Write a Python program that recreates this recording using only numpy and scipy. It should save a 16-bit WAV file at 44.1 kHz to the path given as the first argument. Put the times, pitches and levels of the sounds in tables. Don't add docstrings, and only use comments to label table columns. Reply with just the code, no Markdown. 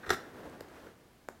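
import sys
import numpy as np
from scipy import signal
from scipy.fft import rfft, irfft, next_fast_len
from scipy.io import wavfile

SR = 44100
rng = np.random.default_rng(int(sys.argv[2]) if len(sys.argv) > 2 else 0)


def file_out(sig):
    cols = np.atleast_2d(sig).T
    lim = np.clip(cols, -1, 1)
    pcm = np.round(lim * 32767).astype(np.int16)
    wavfile.write(sys.argv[1], SR, pcm)


N = 61739
T = np.arange(N) / SR
BACKGROUND_WIDTH_DB, HANDLING_WIDTH_DB, SNAP_WIDTH_DB = -54, -8, -29.5


def from_db(db):
    return 10 ** (np.asarray(db) / 20)


def fader(points):
    return from_db(np.interp(T, *np.transpose(points)))


def at_hz(points, hz):
    frequencies, values = np.transpose(points)
    return np.interp(np.log(hz), np.log(frequencies), values)


def decay(age, t60):
    return (age >= 0) * np.exp(-np.log(1000) * np.maximum(age, 0) / t60)


def fade_in(age, attack_s):
    return np.clip(age / attack_s, 0, 1)


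def clicks(starts, db):
    track = np.zeros(N)
    samples = np.clip(np.atleast_1d(starts) * SR, 0, N - 1).astype(int)
    np.add.at(track, samples, from_db(db))
    return track


def ring(x, hz, t60):
    radius, angle = np.exp(-np.log(1000) / (t60 * SR)), 2 * np.pi * hz / SR
    feedback = [1, -2 * radius * np.cos(angle), radius * radius]
    return signal.lfilter([0, radius * np.sin(angle)], feedback, x + 1e-18)


def butter(x, hz, kind, order=2):
    return signal.sosfilt(signal.butter(order, hz, kind, fs=SR, output="sos"), x)


def noise(colour, width_db):
    size = next_fast_len(N)
    hz = np.maximum(np.arange(size // 2 + 1) * SR / size, 1)
    white = rfft(rng.standard_normal((2, size)))
    mid, side = irfft(white * from_db(at_hz(colour, hz)), size)[:, :N]
    stereo = mid + from_db(width_db) * side * [[1], [-1]]
    return stereo / np.sqrt(np.mean(stereo ** 2))


# frequency in Hz, relative level in dB.
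ROOM_TONE_COLOUR = [(10, -25), (25, -7), (45, 2), (130, 0.5), (200, -3.5), (320, -1), (500, -9.5),
                    (900, -13), (1700, -15), (2800, -18), (7000, -24.5), (16000, -27.5)]


def room_tone(level_db=-62.5):
    return from_db(level_db) * noise(ROOM_TONE_COLOUR, BACKGROUND_WIDTH_DB)


# frequency in Hz, relative level in dB.
SLEEVE_COLOUR = [(40, -22), (150, -3.5), (280, 0), (480, -1.5), (700, -5), (950, -9.5), (1650, -10.5),
                 (2300, -19), (4500, -27), (8000, -33), (16000, -36)]
# time in seconds, level in dB.
SLEEVE_LEVEL = [(0, -56), (.1, -50.5), (.25, -51.5), (.32, -52.5), (.395, -47), (.42, -49.5), (.45, -45),
                (.51, -49.5), (.54, -47), (.58, -51), (.655, -53.5), (.71, -55.5), (.755, -53.5),
                (.81, -57.5), (.87, -54), (.91, -56), (.94, -61.5), (1.05, -62), (1.2, -70), (1.4, -67)]
# time in seconds, boost or cut in dB.
SLEEVE_TREBLE = [(0, 2.5), (.3, 0), (.55, -4), (.66, -1), (.8, 6.5), (1.0, -3.5), (1.4, -0.5)]


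def sleeve():
    cloth = noise(SLEEVE_COLOUR, BACKGROUND_WIDTH_DB)
    dull = butter(cloth, hz=930, kind="lowpass", order=1)
    treble = cloth - dull
    return fader(SLEEVE_LEVEL) * (dull + fader(SLEEVE_TREBLE) * treble)


# frequency in Hz, level in dB, time to fall 60 dB in seconds.
BODY_MODES = [(295, -23, 0.2), (403.6, -0.5, 0.039), (671, -18, 0.067), (763, -6.5, 0.021),
              (1203, -6, 0.03), (1346, -4.5, 0.024), (1653, 1, 0.016), (1740, -5.5, 0.03), (1853, -3, .028),
              (3470, -9, 0.01), (4060, -7.5, 0.013), (5140, -17.5, 0.029), (5520, -6, 0.0051),
              (5750, -15, 0.01), (7925, -15, 0.0044), (11130, -20.5, 0.014)]


def wooden_body(force, pan_db=0.5):
    travel_at_1khz_s = 0.000655
    response = 0
    for k, (hz, db, t60) in enumerate(BODY_MODES):
        age = T[:N // 4] - travel_at_1khz_s * np.sqrt(1000 / hz)
        lean_db = pan_db * (-1) ** (k // 2) * np.array([[1], [-1]])
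        polarity = (-1) ** k
        response += polarity * from_db(db + lean_db) * np.sin(2 * np.pi * hz * age) * decay(age, t60)
    ringing = signal.fftconvolve(force[None], response, axes=1)[:, :N]
    return butter(ringing, hz=202, kind="highpass")


# start in seconds, length in seconds, ring level in dB, hiss in dB.
SCUFFS = [(0.025, 0.024, -47, -84), (0.055, 0.028, -46.5, -58), (0.107, 0.04, -37, -43.5)]
# frequency in Hz, relative level in dB.
HISS_COLOUR = [(200, 14), (600, 11.5), (1800, 6.5), (2400, 9), (4000, 2), (8000, 2), (10000, -11),
               (13000, -2), (16000, -25)]


def scuffs(slips_per_s=2500, slip_spread_db=4.5):
    slips = (rng.random(N) < slips_per_s / SR) * rng.choice([-1, 1], N)
    slips = slips * from_db(-slip_spread_db * np.minimum(rng.exponential(1, N), 4))
    slips = butter(slips, hz=[915, 2800], kind="bandpass")
    pressure = hiss_gain = 0
    for start, length, ring_db, hiss_db in SCUFFS:
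        release = decay(np.maximum(T - start - length, 0), t60=0.013)
        stroke = fade_in(T - start, attack_s=0.009) * release
        pressure += from_db(ring_db) * stroke
        hiss_gain += from_db(hiss_db) * stroke
    scrape = wooden_body(slips * pressure) / np.std(wooden_body(slips))
    return scrape + hiss_gain * noise(HISS_COLOUR, HANDLING_WIDTH_DB)


# start in seconds, hit strength in dB, crack level in dB.
KNOCK_CONTACTS = [(0.0642, -43.5, -59), (0.0823, -59, -56), (0.0924, -29.5, -74), (0.094, -38.5, -39),
                  (0.1028, -27, -33.5), (0.1042, -16.5, -34.5), (0.1126, -29.5, -56), (0.1309, -35, -38.5),
                  (0.1343, -36, -48), (0.1415, -43.5, -55)]
# frequency in Hz, relative level in dB.
CRACK_COLOUR = [(200, -5), (1500, 11.5), (2100, -8), (2800, -0.5), (3800, 9.5), (4600, -2), (5700, 5),
                (7000, 0), (9500, -6.5), (12000, -5.5), (16000, -14)]


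def knock():
    hits = crack_gain = 0
    for start, hit_db, crack_db in KNOCK_CONTACTS:
        age = T - start
        hits += clicks(start, hit_db)
        crack_gain += from_db(crack_db) * fade_in(age, attack_s=0.00085) * decay(age, t60=0.04)
    return wooden_body(hits) + crack_gain * noise(CRACK_COLOUR, HANDLING_WIDTH_DB)


# start in seconds, push strength in dB.
THUDS = [(0.08, -41.5), (0.103, -38.5), (0.471, -48.5), (0.609, -51), (0.837, -51.5)]


def thuds():
    pushes = clicks(*np.transpose(THUDS))
    return butter(ring(pushes, hz=83.6, t60=0.1), hz=174, kind="lowpass")


# start in seconds, snap level in dB, the low ring's pitch in Hz, drive in dB
# and delay in seconds, then the upper ring's pitch in Hz, drive in dB and time to fall 60 dB in seconds.
TICKS = [(.4975, -52, 500, -58, 0.0017, 1600, -46, 0.0055),
         (0.6075, -40, 508, -28.5, 0.00189, 1600, -41, 0.0076),
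         (0.6853, -53, 497, -76, 0.00092, 1700, -62, 0.0054),
         (.8690, -64, 475, -39, 0.00067, 1440, -45, 0.019),
         (1.2870, -39, 550, -24, 0.00023, 1520, -25, 0.0044)]
# frequency in Hz, relative level in dB.
SNAP_COLOUR = [(1000, 5), (3000, 4.5), (5500, 6), (8000, 4), (10000, -8), (13000, 0.5), (16000, -19)]


def ticks(low_ring_stretch=1.65):
    rings = snap_gain = 0
    for start, snap_db, low_hz, low_db, low_delay, upper_hz, upper_db, upper_t60 in TICKS:
        snap_gain += from_db(snap_db) * decay(T - start, t60=0.0084)
        low = ring(clicks(start + low_delay, low_db), low_hz, upper_t60 * low_ring_stretch)
        upper = ring(clicks(start, upper_db), upper_hz, upper_t60)
        rings += low - upper
    rings = butter(rings, hz=228, kind="highpass")
    rings = butter(rings, hz=3000, kind="lowpass", order=1)
    return rings + snap_gain * noise(SNAP_COLOUR, SNAP_WIDTH_DB)


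# frequency in Hz, time to fall 60 dB in seconds.
REVERB_T60 = [(100, 0.38), (400, 0.27), (1600, 0.42), (4000, 0.35), (8000, 0.27), (16000, .16)]
# frequency in Hz, level in dB against the direct sound.
REVERB_COLOUR = [(80, -11), (280, 1), (420, -18), (700, -9), (1500, -11.5), (3500, -10.5), (7000, -9.5),
                 (16000, -6)]


def room_reverb(direct, predelay_s=0.0023):
    age = T[:N // 3] - predelay_s
    edges_hz = np.geomspace(50, 18000, 15)
    response = 0
    for low, high in zip(edges_hz, edges_hz[1:]):
        hz = np.sqrt(low * high)
        tail = fade_in(age, attack_s=0.0051) * decay(age, at_hz(REVERB_T60, hz))
        band = butter(rng.standard_normal(len(age)), [low, high], "bandpass")
        response += from_db(at_hz(REVERB_COLOUR, hz)) * band * tail / np.sqrt(np.sum(tail ** 2))
    return signal.fftconvolve(direct.mean(axis=0), response)[:N]


def scene():
    handling = knock() + scuffs() + thuds() + ticks()
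    return handling + room_reverb(handling) + sleeve() + room_tone()


def record(dry):
    cutoff_hz = 16000
    return signal.sosfilt(signal.ellip(10, .1, 70, cutoff_hz, fs=SR, output="sos"), dry)


dry = scene()
out = record(dry)
file_out(out)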